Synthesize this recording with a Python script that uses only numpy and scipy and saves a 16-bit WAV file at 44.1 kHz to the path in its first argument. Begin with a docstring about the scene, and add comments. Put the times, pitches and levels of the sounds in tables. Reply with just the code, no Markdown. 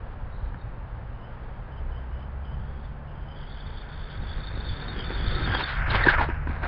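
"""A raspy whine comes in bursts, then runs on and nears: a small radio-controlled truck races over wood
chips, hops onto paving, lands, brakes and tumbles. Meshing gear teeth make the whine and ring the gearbox;
the tyres crunch in countless tiny impacts, and blows on the slabs excite the modes of the plastic shell.
Behind it wind rumbles on the microphone, trees and a road hiss, and an engine drones far away.
The camera's low sampling rate makes everything narrow and dull."""
import sys
import numpy as np
from scipy import signal
from scipy.fft import rfft, irfft, next_fast_len
from scipy.io import wavfile

SR = 44100
rng = np.random.default_rng(int(sys.argv[2]) if len(sys.argv) > 2 else 0)


def wrap_up_sound(samples):
    """Save the sound to the file named by the first command line argument, as 16-bit audio."""
    columns = np.atleast_2d(samples).T
    # keep every value between -1 and 1, then stretch to whole-number steps
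    tamed = np.clip(columns, -1, 1)
    steps = np.round(tamed * 32767).astype(np.int16)
    wavfile.write(sys.argv[1], SR, steps)


N = 294271
TIME = np.arange(N) / SR
TICKS = np.arange(0, N / SR, .001)  # control times, one per millisecond


def motor():
    """Gear-mesh noise: a tone at the tooth rate in a band of chatter, modulated as the wheels skip."""
    # band that the motor can radiates: frequency_hz, gain_db
    can_response = [(2700, -15.5), (2950, 2.5), (3200, -3), (3450, -7.5), (3720, 0), (3950, -11.5)]
    teeth_per_turn, skip_hz = 48, 47.4
    mesh_hz, gain = throttle()
    skip = np.clip(wander(skip_hz), -1, 2)  # an unloaded wheel raises both pitch and level
    hz = mesh_hz * (1 + 0.018 * skip)
    tone = whine(hz, jitter=.016, jitter_hz=170, flutter_db=2)
    rasp = grit(per_s=380, spread_db=0.5, hiss=0.36)
    for _ in range(3):  # cascaded for steep skirts
        rasp = moving_resonance(rasp, hz, width_hz=750)
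    buzz = unit(rasp) + 1.05 * tone
    shaft_turns = np.cumsum(hz * (1 + 0.13 * wander(30))) / SR / teeth_per_turn
    throb = (1 + 0.2 * np.sin(2 * np.pi * shaft_turns)) * amp(2.5 * skip)
    return amp(1.5) * gain * unit(colour(throb * buzz, can_response))


def throttle():
    """Mesh pitch and gain follow drive and load: each squeeze spins the motor up; deep chips slow it."""
    # short squeezes of the throttle: start_s, end_s, top_pitch_hz, level_db
    squeezes = [(0.297, 0.485, 4020, -25), (0.562, 0.67, 3930, -32), (1.082, 1.3, 3010, -35),
                (1.281, 1.598, 3330, -36.5), (1.703, 1.796, 3130, -34), (1.896, 2.004, 3166, -30.5),
                (2.098, 2.234, 3076, -34), (2.423, 2.535, 3214, -30.5), (2.582, 2.877, 3415, -33),
                (3.071, 3.128, 2900, -32), (3.148, 3.237, 3250, -38), (3.256, 3.332, 3210, -31.5),
                (5.702, 5.776, 3537, -36.5), (5.889, 6.102, 3510, -35.5)]
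    # long run at full throttle: time_s, pitch_hz, level_db
    full_run = [(3.33, 3126, -29.5), (3.38, 3330, -23.5), (3.44, 3217, -26), (3.52, 3490, -21.5),
                (3.58, 3356, -22.5), (3.71, 3394, -26.5), (3.78, 3376, -24.5), (3.86, 3425, -28.5),
                (3.98, 3405, -25.5), (4.07, 3520, -24), (4.12, 3382, -22.5), (4.201, 3436, -31),
                (4.309, 3396, -23.5), (4.38, 3477, -25.5), (4.449, 3499, -24), (4.53, 3534, -31.5),
                (4.611, 3540, -26.5), (4.712, 3443, -23.5), (4.92, 3595, -27), (5.009, 3162, -24),
                (5.06, 3463, -26.5), (5.15, 3573, -22), (5.2, 3377, -24.5), (5.301, 3505, -22),
                (5.44, 3526, -26), (5.48, 3298, -28), (5.57, 3324, -25.5), (5.61, 3550, -37),
                (5.67, 3536, -26.5)]
    attack_s, release_s = 0.027, .025
    sag, spin_up_s = 0.047, 0.25  # the pitch starts low by this share and catches up
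    hz, gain = np.full(len(TICKS), float(squeezes[0][2])), 0
    for start_s, end_s, top_hz, db in squeezes:
        on = TICKS >= start_s
        hz[on] = top_hz * (1 - sag * np.exp((start_s - TICKS[on]) / spin_up_s))
        gain = np.maximum(gain, amp(db) * envelope(start_s, end_s, attack_s, release_s))
    run_s, run_hz, run_db = np.transpose(full_run)
    run_gain = amp(np.interp(TICKS, run_s, run_db)) * envelope(run_s[0], run_s[-1], attack_s, release_s)
    hz = np.where(run_gain > gain, np.interp(TICKS, run_s, run_hz), hz)
    return per_sample(hz), per_sample(np.maximum(gain, run_gain) * nearness())


def braking():
    """Mesh pitch is proportional to speed: the tone falls ever faster, loudest as the truck lands."""
    start_s, peak_s, end_s = 5.86, 6.105, 6.25
    from_hz, to_hz, fade_db_per_s = 2300, 694, 51
    progress = np.clip((TIME - start_s) / (end_s - start_s), 0, 1)
    hz = from_hz + (to_hz - from_hz) * progress ** 1.8
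    gain = amp(-27.5 - fade_db_per_s * abs(TICKS - peak_s))
    gain *= envelope(start_s, end_s, attack_s=0.018, release_s=0.0055)
    return per_sample(gain) * whine(hz, jitter=.075, jitter_hz=300, flutter_db=4)


def gears(rattle):
    """Forced resonance: teeth ring the plastic gearbox under drive and at jolts; mesh tones sing through."""
    # spectrum of the tooth chatter: frequency_hz, gain_db
    chatter_spectrum = [(300, -22.5), (700, -6), (1100, -4.5), (1350, -1), (1600, 1.5), (1850, -2.5),
                        (2300, -7), (2750, -14.5), (3300, -25.5), (3900, -49.5)]
    # gearbox resonances: pitch_hz, width_hz, gain_db
    housing_modes = [(820, 28, -14.5), (990, 17, -9), (1410, 90, -1), (1486, 130, 6.5), (1660, 83, -1.5),
                     (2090, 130, -11.5)]
    # mesh tones of the slower stages, relative to the chatter: pitch_hz, level_db
    stage_tones = [(1285, -15), (1565, -13.5), (1725, -16)]
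    teeth = grit(per_s=2500, spread_db=4.0, hiss=.8)
    ring = sum(amp(db) * resonance(teeth, hz, width_hz) for hz, width_hz, db in housing_modes)
    chatter = unit(unit(colour(teeth, chatter_spectrum)) + 0.14 * unit(ring)) * amp(1.3 * wander(30))
    tones = np.zeros(N)
    for hz, db in stage_tones:
        gain = amp(db + 1.4 * wander(4.5))
        drifting_hz = hz * (1 + 0.01 * wander(3.2))
        tones += gain * whine(drifting_hz, jitter=.007, jitter_hz=59.3, flutter_db=3.0)
    driven = amp(-24.5) * envelope(start_s=3.21, end_s=5.96, attack_s=0.25, release_s=0.25)
    coasting = amp(-42.5)
    running = per_sample(nearness() * np.maximum(driven, coasting))
    return np.hypot(running, rattle) * chatter + running * tones


def knocks():
    """Impact excitation: plastic cracks on stone, the shell's modes ring and the suspension thuds."""
    # blows of wheels and shell: start_s, peak_db, thud_weight_db
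    blows = [(0.5434, -29, 4), (4.825, -29, -8), (5.202, -24, 7), (5.503, -21, -5), (5.549, -17, -5),
             (5.607, -23, -3), (5.628, -26, 11), (5.88, -22, 2), (5.903, -20.5, 0), (5.939, -17.5, -16.5),
             (5.952, -31, -6.5), (6.063, -11, -15), (6.067, -8, 0.5), (6.071, -8.5, 9), (6.089, -16, -15),
             (6.1, -16, -7), (6.133, -16, -12), (6.145, -16.5, -14), (6.185, -14.5, -14), (6.196, -16, -5),
             (6.210, -15.5, -0.5), (6.228, -22, -5.5), (6.233, -25, -3), (6.289, -19, 14), (6.3, -19, 2),
             (6.343, -28, -6), (6.355, -31, -7), (6.472, -20, 6), (6.497, -21.5, 21), (6.564, -27.5, -5),
             (6.635, -25, 0), (6.6407, -19.5, -2)]
    # shell modes, raised by up to 5 % at each blow: pitch_hz, level_db, t60_s
    shell_modes = [(466, -19.5, 0.041), (726, -3.5, 0.019), (940, 3, 0.035), (1417, 3.5, 0.019),
                   (1563, 4, 0.021), (1732, 0.5, 0.031), (1900, -11, 0.026), (2510, -8.5, 0.011)]
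    crack_t60_s, thud_t60_s, thud_hz = 0.014, 0.022, 288
    out, t = np.zeros(N), np.arange(SR // 6) / SR
    onset = 1 - np.exp(-t / .0003)  # the tyres soften each blow
    for start_s, peak_db, thud_db in blows:
        ring = np.zeros(len(t))
        for hz, db, t60_s in shell_modes:
            cycles = hz * rng.uniform(1.0, 1.05) * t + rng.random()
            ring += amp(db - 60 * t / t60_s) * np.sin(2 * np.pi * cycles)
        burst = unit(resonance(rng.standard_normal(len(t)), hz=1880, width_hz=640))
        crack = amp(-17 - 60 * t / crack_t60_s) * burst
        thud = amp(-60 * t / thud_t60_s) * np.sin(2 * np.pi * thud_hz * rng.uniform(0.84, 1.35) * t)
        blow = (ring / abs(ring).max() + crack + amp(thud_db - 6.5) * thud) * onset
        add(out, start_s, amp(peak_db) * blow / abs(blow).max())
    return out


def wood_chips():
    """Granular noise: tiny impacts under the tyres merge into a crunch that swells at each heap."""
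    # spectrum of the crunch: frequency_hz, gain_db
    chip_spectrum = [(60, -15.5), (150, -0.5), (300, -2.5), (420, -4), (600, -11.5), (1000, -16),
                     (1600, -13.5), (3000, -25.5)]
    # heaps that the tyres plough into: peak_s, level_db
    heaps = [(4.105, -45.5), (4.244, -42), (4.382, -41.5), (4.572, -41), (4.818, -43), (4.994, -33.5),
             (5.108, -36), (5.27, -42.5), (5.345, -40), (5.41, -33), (5.48, -32.5)]
    rolling = nearness() * envelope(start_s=3.64, end_s=5.55, attack_s=1, release_s=0.047)
    lumps = amp(-22.5 + 0.5 * wander(14))
    ploughing = sum(amp(db) * swell(s, attack_s=0.026, release_s=0.019) for s, db in heaps)
    crunch = unit(colour(grit(per_s=350, spread_db=4.5, hiss=0.99), chip_spectrum))
    return np.hypot(per_sample(rolling) * lumps, per_sample(ploughing)) * crunch


def paving(scuffing, scraping):
    """Sliding friction: rubber scuffs low on the slabs and sand scrapes high."""
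    # spectrum of rubber on stone: frequency_hz, gain_db
    rubber_spectrum = [(100, 2.5), (280, -5), (450, 0.5), (620, 1.5), (900, 3), (1200, 0), (2000, -15.5),
                       (2600, -25.5), (3900, -11.5)]
    # spectrum of sand on stone: frequency_hz, gain_db
    sand_spectrum = [(800, -17.5), (2000, -6.5), (2600, 7), (3100, 7.5), (3900, 8)]
    scuff = unit(colour(grit(per_s=1100, spread_db=4.5, hiss=0.42), rubber_spectrum))
    scrape = unit(colour(grit(per_s=670, spread_db=-2.5, hiss=0.16), sand_spectrum))
    return scuffing * scuff + scraping * scrape


def contacts():
    """Incoherent sounds add in power: the gains of scuff, scrape and gear rattle over all touchdowns."""
    # wheels and shell meeting the slabs: peak_s, release_s, scuff_db, scrape_db, rattle_db
    touchdowns = [(5.48, 0.047, -37, -50.5, -34), (5.546, 0.034, -28, -48, -36),
                  (5.607, 0.014, -23.5, -20.5, -36), (5.689, 0.044, -63, -26.5, -60),
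                  (5.912, .03, -29.5, -22, -37), (5.949, 0.022, -21.5, -17, -30.5),
                  (6.001, 0.028, -31, -40, -29), (6.035, .02, -36, -30, -39),
                  (6.066, 0.018, -21.5, -25, -36.5), (6.098, 0.018, -38, -17, -20.5),
                  (6.141, 0.017, -34, -36, -20.5), (6.185, 0.013, -35, -47, -25),
                  (6.211, 0.027, -23, -28, -24), (6.292, 0.047, -44, -64, -34.5),
                  (6.492, 0.14, -39, -56, -39.5), (6.64, 0.15, -31, -41, -34)]
    power = sum((amp(levels_db)[:, None] * swell(s, attack_s=0.016, release_s=release_s)) ** 2
                for s, release_s, *levels_db in touchdowns)
    return [per_sample(gain) for gain in np.sqrt(power)]


def chirps():
    """Short tones under bell-shaped envelopes: the whine flicks upward as the wheels skip, gears and rubber
    squeak, and the shell rings at the hardest blow."""
    # short tones: peak_s, pitch_hz, peak_db, half_length_s, glide_hz_per_s
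    chirp_rows = [(0.617, 3680, -53.5, 0.0061, 2), (3.778, 3410, -47, 0.016, -1), (3.82, 3610, -45, 0.0046, 0),
                  (3.942, 3610, -45, 0.004, -6), (4.222, 3730, -50, 0.014, 0), (4.243, 3600, -47, 0.0031, 4),
                  (4.307, 3420, -44.5, 0.03, 0), (4.445, 3562, -41, 0.0068, 0), (4.486, 3614, -36, 0.0037, 0),
                  (4.557, 3750, -39, 0.0032, 1), (4.603, 3580, -40, 0.0048, 0), (4.697, 3464, -36.5, 0.008, 3),
                  (5.046, 3574, -33, 0.004, -5), (5.384, 1308, -34, 0.022, 0), (5.544, 1599, -30.5, 0.033, -700),
                  (5.55, 3290, -24.5, 0.006, 1), (5.641, 3590, -20.5, 0.0037, -0.5),
                  (5.908, 3820, -27.5, 0.0046, 0), (6.041, 1870, -15.5, 0.0038, 2),
                  (6.041, 3780, -25.5, 0.0034, 1), (6.0882, 1597, -4, 0.003, 1.5), (6.15, 1430, -21, 0.0052, 1),
                  (6.212, 838, -19.5, .005, 3)]
    out, t = np.zeros(N), np.arange(-SR // 4, SR // 4) / SR
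    for peak_s, hz, db, half_length_s, glide in chirp_rows:
        tone = np.sin(2 * np.pi * (hz + glide * t / 2) * t)
        add(out, peak_s + t[0], amp(db) * np.exp(-(t / half_length_s) ** 2) * tone)
    return out


def nearness():
    """Spreading loss low over the ground: gain, relative to 1 m, of a steady approach that ends close by."""
    speed_m_per_s, arrival_s, nearest_m, loss_db_per_doubling = 5.28, 5.952, 1.85, 8
    distance_m = np.hypot(nearest_m, speed_m_per_s * np.maximum(arrival_s - TICKS, 0))
    return amp(-loss_db_per_doubling * np.log2(distance_m))


def wind():
    """Turbulent pressure on the microphone: a low rumble with gusts and single buffets."""
    # strength of the wind: time_s, level_db
    strength = [(0.0, -34.5), (0.8, -34), (1.35, -38), (1.82, -35), (3.0, -37), (3.84, -38.5),
                (4.27, -33.5), (5.07, -31.5), (5.33, -27), (5.54, -23), (5.7, -41.5), (5.78, -27.5),
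                (6.06, -25), (6.67, -32.5)]
    # single buffets: peak_s, level_db
    buffets = [(0.449, -32.5), (2.6, -30.5), (4.21, -25), (4.36, -30.5), (4.7, -25.5), (5.281, -20.5),
               (5.93, -20)]
    # spectrum of the rumble: frequency_hz, gain_db
    rumble_spectrum = [(10, -9), (25, 1.5), (50, 2), (75, -4.5), (110, -7.5), (170, -19), (280, -32),
                       (600, -64)]
    buffeting = sum(amp(db) * swell(s, attack_s=0.031, release_s=0.054) for s, db in buffets)
    gusts = amp(track(strength) - 0.3 + 0.5 * wander(4.1))
    rumble = unit(colour(rng.standard_normal(N), rumble_spectrum))
    return np.hypot(gusts, per_sample(buffeting)) * rumble


def trees_and_road():
    """Many distant, incoherent sources merge into a nearly steady wash of noise."""
    # spectrum of the wash: frequency_hz, gain_db
    wash_spectrum = [(100, -11), (220, 3.5), (320, -2.5), (500, 1), (700, -0.5), (900, 0.5), (1200, -4),
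                     (1600, -4.5), (2000, -12), (2400, -16.5), (3000, -19.5), (3900, -23)]
    return amp(-46.5) * unit(colour(rng.standard_normal(N), wash_spectrum)) * amp(0.5 * wander(4.1))


def far_engine():
    """Periodic firing gives a harmonic drone, which rises as the engine slowly gains speed."""
    # course of the engine: time_s, firing_hz, fundamental_db, overtones_db
    course = [(0, 54, -52, -48.5), (.5, 57, -44.5, -44.5), (1.3, 60.5, -45.5, -46), (2.1, 64, -35.5, -45.5),
              (2.6, 68.5, -37.5, -42.5), (3.1, 74.5, -42.5, -43.5), (3.5, 71.5, -46.5, -48),
              (4.5, 75, -46, -48.5), (5.4, 68.5, -43, -42.5), (6.0, 70, -36.5, -42),
              (6.67, 72.5, -32.5, -43)]
    # overtones: multiple, relative_level_db
    orders = [(2, 1.5), (3, -10)]
    cycles = np.cumsum(track(course) * (1 + 0.03 * wander(22))) / SR
    fundamental = amp(2.5 * wander(6)) * np.sin(2 * np.pi * cycles)
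    overtones = sum(amp(db + 3.3 * wander(14)) * np.sin(2 * np.pi * k * cycles) for k, db in orders)
    return amp(track(course, column=2)) * unit(fundamental) + amp(track(course, column=3)) * unit(overtones)


def whine(hz, jitter, jitter_hz, flutter_db):
    """A tooth-mesh tone, modulated in frequency and amplitude by the bouncing wheels."""
    cycles = np.cumsum(hz * (1 + jitter * wander(jitter_hz))) / SR
    return unit(np.sin(2 * np.pi * cycles) * amp(flutter_db * wander(35)))


def grit(per_s, spread_db, hiss):
    """Shot noise: random impacts of uneven size over a share of even hiss."""
    size = amp(spread_db * np.minimum(rng.exponential(1, N), 3))
    clicks = size * rng.choice([-1, 1], N) * (rng.random(N) < per_s / SR)
    return unit(clicks) + hiss * rng.standard_normal(N)


def wander(hz):
    """Random modulation of rms 1, with a bandwidth of about hz."""
    knots = rng.standard_normal(N // 64)
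    return unit(np.interp(TIME * 2 * hz, np.arange(len(knots)), knots))


def resonance(x, hz, width_hz):
    """A damped resonator with a gain of about 1 at hz."""
    radius = np.exp(-np.pi * width_hz / SR)
    pole_real = radius * np.cos(2 * np.pi * hz / SR)
    return 2 * (1 - radius) * signal.lfilter([1, -pole_real], [1, -2 * pole_real, radius ** 2], x)


def moving_resonance(x, hz, width_hz):
    """Heterodyne filter: shifts the curve hz down to zero, low-passes and shifts back."""
    carrier = np.exp(2j * np.pi * np.cumsum(hz) / SR)
    radius = np.exp(-np.pi * width_hz / SR)
    return 2 * (carrier * signal.lfilter([1 - radius], [1, -radius], x / carrier)).real


def colour(x, spectrum):
    """Spectral shaping by rows of frequency_hz, gain_db."""
    hz, db = np.transpose(spectrum)
    size = next_fast_len(N + 4096, real=True)
    bins_hz = np.fft.rfftfreq(size, 1 / SR)
    gain = amp(np.interp(np.log(bins_hz + 1), np.log(hz + 1), db))
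    return irfft(rfft(x, size) * gain, size)[:N]


def envelope(start_s, end_s, attack_s, release_s):
    """Linear rise from start_s, then exponential decay from end_s."""
    rise = np.clip((TICKS - start_s) / attack_s, 0, 1)
    return rise * np.exp(-(np.maximum(TICKS - end_s, 0) / release_s).clip(max=40))


def swell(peak_s, attack_s, release_s):
    """Exponential growth up to peak_s, then exponential decay."""
    return np.exp(-np.maximum((peak_s - TICKS) / attack_s, (TICKS - peak_s) / release_s).clip(max=40))


def track(rows, column=1):
    """One column of a timed table, interpolated at every sample."""
    rows = np.asarray(rows)
    return np.interp(TIME, rows[:, 0], rows[:, column])


def per_sample(control):
    """A millisecond control, interpolated at every sample."""
    return np.interp(TIME, TICKS, control)


def add(mix, start_s, sound):
    """Superposes a sound on the mix."""
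    part = mix[max(round(start_s * SR), 0):][:len(sound)]
    part += sound[:len(part)]


def amp(db):
    """Decibels to amplitude gain."""
    return 10 ** (np.asarray(db) / 20)


def unit(x):
    """Scales to rms 1."""
    return x / np.sqrt(np.mean(x ** 2) + 1e-20)


def scene():
    """Superposition in open air: the truck, its faint reflection off a nearby fence, and the background."""
    scuffing, scraping, rattle = contacts()
    drivetrain = motor() + braking() + gears(rattle)
    truck = drivetrain + chirps() + wood_chips() + paving(scuffing, scraping) + knocks()
    out = truck + wind() + trees_and_road() + far_engine()
    add(out, start_s=.021, sound=amp(-15.5) * truck)  # fence echo
    return out[None]


def record(dry):
    """Sampling: the camera keeps the band under half its low rate and mirrors a faint image upward."""
    # treble response of the camera: frequency_hz, gain_db
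    camera_response = [(3000, -0.5), (3700, -4.5), (4300, -9), (4550, -12.5), (5000, -17.5), (5500, -31),
                       (5850, -43.5), (6100, -64.5), (8000, -69.5), (9800, -74.5)]
    sampling_hz, edge_hz, fade_s = 8000, 9900, .003
    band = signal.oaconvolve(dry[0], signal.firwin(401, sampling_hz / 2, fs=SR), "same")
    band *= np.clip(np.minimum(TIME, TIME[::-1]) / fade_s, 0, 1)
    image = band * 2 * np.cos(2 * np.pi * sampling_hz * TIME)
    dulled = colour(band + image, camera_response)
    edge_filter = signal.firwin(401, edge_hz, window=("kaiser", 8), fs=SR)
    return signal.oaconvolve(dulled, edge_filter, "same")[None]


dry = scene()
out = record(dry)
wrap_up_sound(out)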